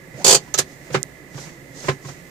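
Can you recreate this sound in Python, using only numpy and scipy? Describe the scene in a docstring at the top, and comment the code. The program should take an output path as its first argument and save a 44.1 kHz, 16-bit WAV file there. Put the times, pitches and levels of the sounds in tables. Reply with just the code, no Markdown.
"""A parking brake is set inside a parked car: one fast rasp of ratchet teeth, then the pawl
(the catch that rides over them) clacks home. Just before the rasp, the cable creaks as it tightens.
The mechanism is then worked twice more: it slides with a soft hiss and thuds against its stops,
making the cabin boom. A faint hum, whirr and hiss lie underneath, and one tiny sharp tick
sounds on the far right."""
import sys
import numpy as np
from scipy.fft import rfft, irfft, next_fast_len
from scipy.io import wavfile
from scipy.ndimage import map_coordinates

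SR = 44100
rng = np.random.default_rng(int(sys.argv[2]) if len(sys.argv) > 2 else 0)


def output_pcm(signal):
    """Save a mono or channel-first signal as 16-bit PCM at the path in sys.argv[1].

    Samples are clipped to [-1, 1] before scaling.
    """
    pcm = np.clip(np.atleast_2d(signal).T, -1, 1) * 32767
    wavfile.write(sys.argv[1], SR, np.round(pcm).astype(np.int16))


N = 101429


def amp(db):
    """Turn decibels into a gain."""
    return 10 ** (np.asarray(db) / 20)


def unit(x):
    """Scale a sound to an average power of 1."""
    return x / np.sqrt(np.mean(x ** 2) + 1e-20)


def along(points, hz):
    """Read between rows of (Hz, value) on a pitch scale."""
    freqs, values = np.transpose(points)
    return np.interp(np.log(hz + 1), np.log(freqs + 1), values)


def pan(db):
    """Left and right gains; positive dB favours the left."""
    return amp(np.array([[.5], [-.5]]) * db)


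def add(out, start, x):
    """Mix x into out from a start time in seconds."""
    i = int(round(start * SR))
    out[:, i:i + x.shape[-1]] += x[..., :N - i]


def blow_time():
    """The time in seconds at each sample of one blow."""
    return np.arange(SR // 3) / SR


def filtered(x, response):
    """Turn each frequency up or down by the gain response(hz)."""
    n = x.shape[-1]
    padded = next_fast_len(n + 2048)
    return irfft(rfft(x, padded) * response(np.fft.rfftfreq(padded, 1 / SR)), padded)[..., :n]


def ring(hz, fade, attack, phase=0):
    """One ringing tone. Its fade time is the seconds it takes to drop 60 dB."""
    t = blow_time()
    return np.sin(2 * np.pi * hz * t + phase) * amp(-60 * t / fade) * (1 - np.exp(-t / attack))


# How alike left and right are. Each row: frequency in Hz, likeness (1 is the same, 0 is unrelated).
LIKENESS = [(100, 0.94), (300, 0.82), (700, 0.58), (1400, 0), (3000, 0.088)]

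def spread(hz):
    """An angle for stereo width: small in the bass, wide in the treble."""
    return np.arccos(np.clip(along(LIKENESS, hz), -1, 1)) / 2


def stereo_phases(hz):
    """Random left and right phases for a tone, nearly in step in the bass."""
    return spread(hz) * (rng.normal() + np.array([[1], [-1]]))


def noise(colour, size, tilt_db=0):
    """Stereo noise with the given tone colour, tilted by tilt_db per octave above 4000 Hz."""
    def response(hz):
        angle = spread(hz)
        octaves = np.log2(np.maximum(hz / 4000, 1))
        return amp(along(colour, hz) + tilt_db * octaves) * np.array([np.cos(angle), np.sin(angle)])
    mid, side = filtered(rng.standard_normal((2, size)), response)
    return unit(np.array([mid + side, mid - side]))


# How long the cabin rings. Each row: frequency in Hz, fade time in seconds.
CABIN_FADES = [(150, 0.21), (600, 0.08), (2000, .1), (6000, 0.078), (13000, 0.066)]

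def clatter(colour, attack, hold, tilt_db=0):
    """The countless vibrations and cabin echoes of one blow; the bass lasts longest."""
    t = blow_time()
    burst = noise(colour, len(t), tilt_db)
    centres, fades = np.transpose(CABIN_FADES)
    out = np.zeros_like(burst)
    for share, fade in zip(np.eye(len(fades)), fades):
        band = filtered(burst, lambda hz: along(np.c_[centres, share], hz))
        out += band * amp(-60 * np.maximum(t - hold, 0) / fade)
    return out * (1 - np.exp(-t / attack))


# Tone colours of the hum, whirr and thin hiss. Each row: frequency in Hz, relative level in dB.
HUM_COLOUR = [(25, -16), (60, -4.5), (90, -12.5), (135, 2), (180, -3), (220, -11), (270, -2.5), (370, -6),
              (450, -9.5), (540, -7), (650, -13), (1000, -20), (1300, -20), (2500, -26.5), (5000, -43)]
WHIRR_COLOUR = [(1400, -20), (1600, -19), (1710, 2.5), (1810, -8), (1950, 3.5), (2030, 3), (2250, -12),
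                (2600, -14.5), (3500, -43.5)]
AIR_COLOUR = [(1000, -16), (2600, 0), (5000, 0), (7000, -1), (10000, -5.5), (15000, -4.5)]
# The thin hiss drifts a little. Each row: time in seconds, change of level in dB.
AIR_DRIFT = [(0, -1.5), (0.6, 0), (1.0, 1), (1.25, -2), (1.65, 0), (2.0, -0.5), (2.3, 1.5)]

def background(hum_db=-44.5, whirr_db=-51.5, air_db=-54):
    """A low cabin hum, a narrow whirr off to the right and a thin, airy hiss."""
    drift_db = np.interp(np.arange(N) / SR, *np.transpose(AIR_DRIFT))
    hum = amp(hum_db) * noise(HUM_COLOUR, N)
    whirr = amp(whirr_db) * pan(-5.5) * noise(WHIRR_COLOUR, N)
    air = amp(air_db + drift_db) * noise(AIR_COLOUR, N)
    return hum + whirr + air


# Tone colours of the rubbing. Each row: frequency in Hz, relative level in dB.
HISS_COLOUR = [(800, -2), (2500, -12), (4000, -3.5), (6300, 0.5), (8000, -8.5), (10000, -14.5),
               (15000, -24)]
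SCRAPE_COLOUR = [(80, -27), (160, 15), (300, -6), (550, -2.5), (1000, -9), (2500, -5.5), (6000, -44)]
# Sliding strokes. Each row: peak time, rise and fall in seconds, then hiss and scrape levels in dB.
STROKES = [(0.205, 0.067, 0.33, -44.5, -42), (0.725, 0.1, 0.052, -52, -55), (0.87, .08, 0.14, -52.5, -47.5),
           (0.936, 0.015, 0.059, -37, -38), (1.409, 0.085, 0.13, -40, -48), (1.79, 0.058, 0.12, -40.5, -65),
           (1.874, 0.047, 0.07, -37.5, -35), (2.089, 0.07, 0.064, -41.5, -49.5),
           (2.188, 0.063, 0.034, -57, -46), (1.478, .03, 0.048, -74, -42)]

def slides(drop_db=15.5, rough_db=1.0, grain_hz=250):
    """Friction swells and fades with each stroke: a grainy hiss over a low scrape."""
    t = np.arange(N) / SR
    hiss, scrape = np.zeros(N), np.zeros(N)
    for peak, rise, fall, hiss_db, scrape_db in STROKES:
        from_peak = np.maximum((peak - t) / rise, (t - peak) / fall)
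        swell_db = -drop_db * from_peak ** 1.54
        hiss += amp(hiss_db + swell_db)
        scrape += amp(scrape_db + swell_db)
    grain = map_coordinates(rng.standard_normal(N // 10), [t * grain_hz])  # smooth random wobble
    return amp(rough_db * grain) * (hiss * noise(HISS_COLOUR, N) + scrape * noise(SCRAPE_COLOUR, N))


# Tone colour of a knock. Each row: frequency in Hz, relative level in dB.
KNOCK_COLOUR = [(40, -31), (110, -1), (220, -4.5), (450, -1.5), (650, -4), (1200, -2.5), (1900, -6.5),
                (2500, -9), (3600, -12), (5500, -16.5), (8000, -26), (11000, -38), (15000, -46)]
# Tones of the trim (the cabin's lining). Each row: pitch in Hz, level in dB, fade time in seconds.
TRIM_TONES = [(286, -22, 0.19), (381, 2.5, 0.14), (396, -13, 0.16), (522, 0, 0.082), (1211, -19, 0.05),
              (1556, -8, 0.11), (2132, -9, 0.11), (2370, -6, 0.088)]
# Blows: the mechanism striking its stops, plus the body of the pawl's clacks near 0.54 and 0.586 s. 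# Each row:
# start in seconds, knock level in dB, boom level in dB, pitch of the struck panel in Hz, panel level in dB.
BLOWS = [(0.138, -49, -27.5, 497, -39), (0.474, -47, -40, 996, -40), (0.543, -38, -37, 1288, -22.5),
         (0.586, -23.5, -22.5, 1674, -21), (0.9018, -39, -23, 497, -27),
         (0.9425, -15.5, -11.5, 781, -16), (1.343, -44, -21.5, 284, -30), (1.377, -37, -46, 805, -35),
         (1.84, -39, -26, 552, -30.5), (1.8825, -17.5, -13, 1041, -11.5),
         (2.047, -41.5, -23, 1080, -35.5), (2.083, -38, -31.5, 721, -33.5)]

def thuds(attack=0.003, boom_hz=137.8, boom_delay=0.00746):
    """A padded stop, or the pawl clacking home, knocks the trim and rings a panel; the cabin's boom swells just
    after."""
    out = np.zeros((2, N))
    for start, knock_db, boom_db, panel_hz, panel_db in BLOWS:
        trim = sum(amp(db) * ring(hz, fade, attack, stereo_phases(hz)) for hz, db, fade in TRIM_TONES)
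        panel = ring(panel_hz, fade=0.082, attack=attack, phase=stereo_phases(panel_hz))
        knock = clatter(KNOCK_COLOUR, attack, hold=0.01)
        boom = ring(boom_hz, fade=0.13, attack=0.0067)
        add(out, start, amp(knock_db) * (knock + trim) + amp(panel_db) * panel)
        add(out, start + boom_delay, amp(boom_db) * boom)
    return out


def creak(start=0.15, seconds=0.097, from_hz=330, to_hz=1017, width_hz=440):
    """The cable takes up its slack with a rough, rising creak."""
    progress = np.clip((np.arange(N) / SR - start) / seconds, 0, 1)
    pitch = from_hz * (to_hz / from_hz) ** progress
    phase = 2 * np.pi * np.cumsum(pitch) / SR
    # Two random wobbles smear the tone into a band of noise.
    wobble = filtered(rng.standard_normal((2, N)), lambda hz: np.exp(-(2 * hz / width_hz) ** 2))
    rough_tone = unit(wobble[0] * np.cos(phase) + wobble[1] * np.sin(phase))
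    swell = np.sqrt(np.abs(np.sin(np.pi * progress)))
    return amp(-40) * swell * rough_tone


# Tone colour of a tooth's clatter. Each row: frequency in Hz, relative level in dB.
TOOTH_COLOUR = [(35, -39), (70, -51), (135, -6.5), (280, -16.5), (450, 4), (600, -10.5), (850, -7.5),
                (1400, -10), (2000, -13.5), (2800, -7.5), (3650, -5), (3880, -16), (4100, -4), (4450, 2),
                (5100, -3.5), (6600, -1.5), (8000, -3.5), (9600, -12.5), (15000, -22)]
# Tones of the bracket that holds the ratchet. Each row: pitch in Hz, level in dB,
# fade time in seconds, how much louder on the left in dB.
BRACKET_TONES = [(388, -1.5, 0.11, 6), (533, -1.5, 0.093, -8.5), (689, -3, .11, 5), (823, -2.5, 0.12, 5),
                 (1028, -8, 0.14, -4), (3090, -7.5, 0.1, -8), (3710, -9, .11, -12), (4480, 1, 0.1, -5),
                 (4750, 2, 0.081, 7), (6470, 3.5, .1, -2), (6860, -6, 0.08, 12), (7160, -1, 0.031, -5),
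                 (7070, -1, 0.097, 14), (7930, 1, 0.061, -4)]
# The pawl drops over the teeth. Each row: start in seconds, level in dB.
TOOTH_CLICKS = [(0.244, -11.5), (0.2621, -11), (0.2774, -8.5), (0.2909, -10), (0.3071, -8), (0.3245, -10),
                (0.3446, -10)]

def ratchet(attack=0.0012, hold=0.0085, same_share=0.35, ring_db=-9.5):
    """Each tooth kicks the pawl and rings the bracket; its clatter is partly the same each time."""
    out = np.zeros((2, N))
    common = clatter(TOOTH_COLOUR, attack, hold)
    for start, tooth_db in TOOTH_CLICKS:
        fresh = clatter(TOOTH_COLOUR, attack, hold)
        rattle = np.sqrt(same_share) * common + np.sqrt(1 - same_share) * fresh
        bracket = np.zeros_like(rattle)
        for hz, db, fade, left_db in BRACKET_TONES:
            gain = amp(db + rng.normal(0, 0.9)) * pan(left_db)
            bracket += gain * ring(hz, fade, attack, stereo_phases(hz))
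        add(out, start, amp(tooth_db) * (rattle + amp(ring_db) * bracket))
    return out


# Tone colours of the pawl's snap and rattle. Each row: frequency in Hz, relative level in dB.
SNAP_COLOUR = [(1000, -43), (4500, -27), (6000, 5.5), (7200, -0.5), (9000, -30), (12500, -42), (13900, -10),
               (15000, -39)]
RATTLE_COLOUR = [(40, -30.5), (130, -13.5), (250, -15), (390, -4), (600, -4), (850, -7.5), (1300, -10.5),
                 (1700, -1.5), (2200, -11), (4000, 0), (6000, -0.5), (8500, -5.5), (11000, -8.5),
                 (15000, -25)]
# The pawl catches and settles. Each row: start in seconds, rattle level in dB, its treble tilt
# in dB per octave, snap level in dB, how much louder on the left in dB.
PAWL_CLACKS = [(0.54, -23, -7.5, -19, -4), (0.5766, -22, -2.5, -50, 2), (0.5853, -11.5, 1.5, -22, 0)]

def pawl(snap_fade=0.081):
    """The pawl clacks home: a hard steel snap, then the rattle of the whole mechanism."""
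    out, t = np.zeros((2, N)), blow_time()
    for start, rattle_db, tilt_db, snap_db, left_db in PAWL_CLACKS:
        snap = amp(snap_db - 60 * t / snap_fade) * noise(SNAP_COLOUR, len(t))
        rattle = amp(rattle_db) * clatter(RATTLE_COLOUR, attack=0.0012, hold=0.0049, tilt_db=tilt_db)
        add(out, start, pan(left_db) * (snap + rattle))
    return out


def tick(start=1.03046, low_cut_hz=4200):
    """A dry tick, just a few vibrations long, on the right side only."""
    out = np.zeros((2, N))
    right_only = np.array([[0], [1]])
    add(out, start, amp(8.5) * right_only * ring(hz=7080, fade=0.0012, attack=0.00005))
    return filtered(out, lambda hz: hz ** 2 / np.hypot(hz ** 2, low_cut_hz ** 2))


# Left-right balance by pitch: mostly louder on the right, most of all near 7 kHz.
# Each row: frequency in Hz, left level minus right level in dB.
STEREO_BALANCE = [(60, 0), (150, -5.5), (380, -3.5), (700, -5), (1300, -5.5), (2300, -7), (4400, 0.5),
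                  (5600, -4), (7200, -13.5), (9500, -6.5), (14000, -3.5)]

def scene():
    """Mix the cabin's sounds, lean them mostly to the right and add the tick."""
    cabin = creak() + ratchet() + pawl() + thuds() + slides() + background()
    return filtered(cabin, lambda hz: pan(along(STEREO_BALANCE, hz))) + tick()


def record(dry):
    """Round off the loudest peaks and cut the very highest treble."""
    rounded = dry / (1 + np.abs(dry) ** 6) ** (1 / 6)
    return filtered(rounded, lambda hz: hz < 15500)


dry = scene()
out = record(dry)
output_pcm(out)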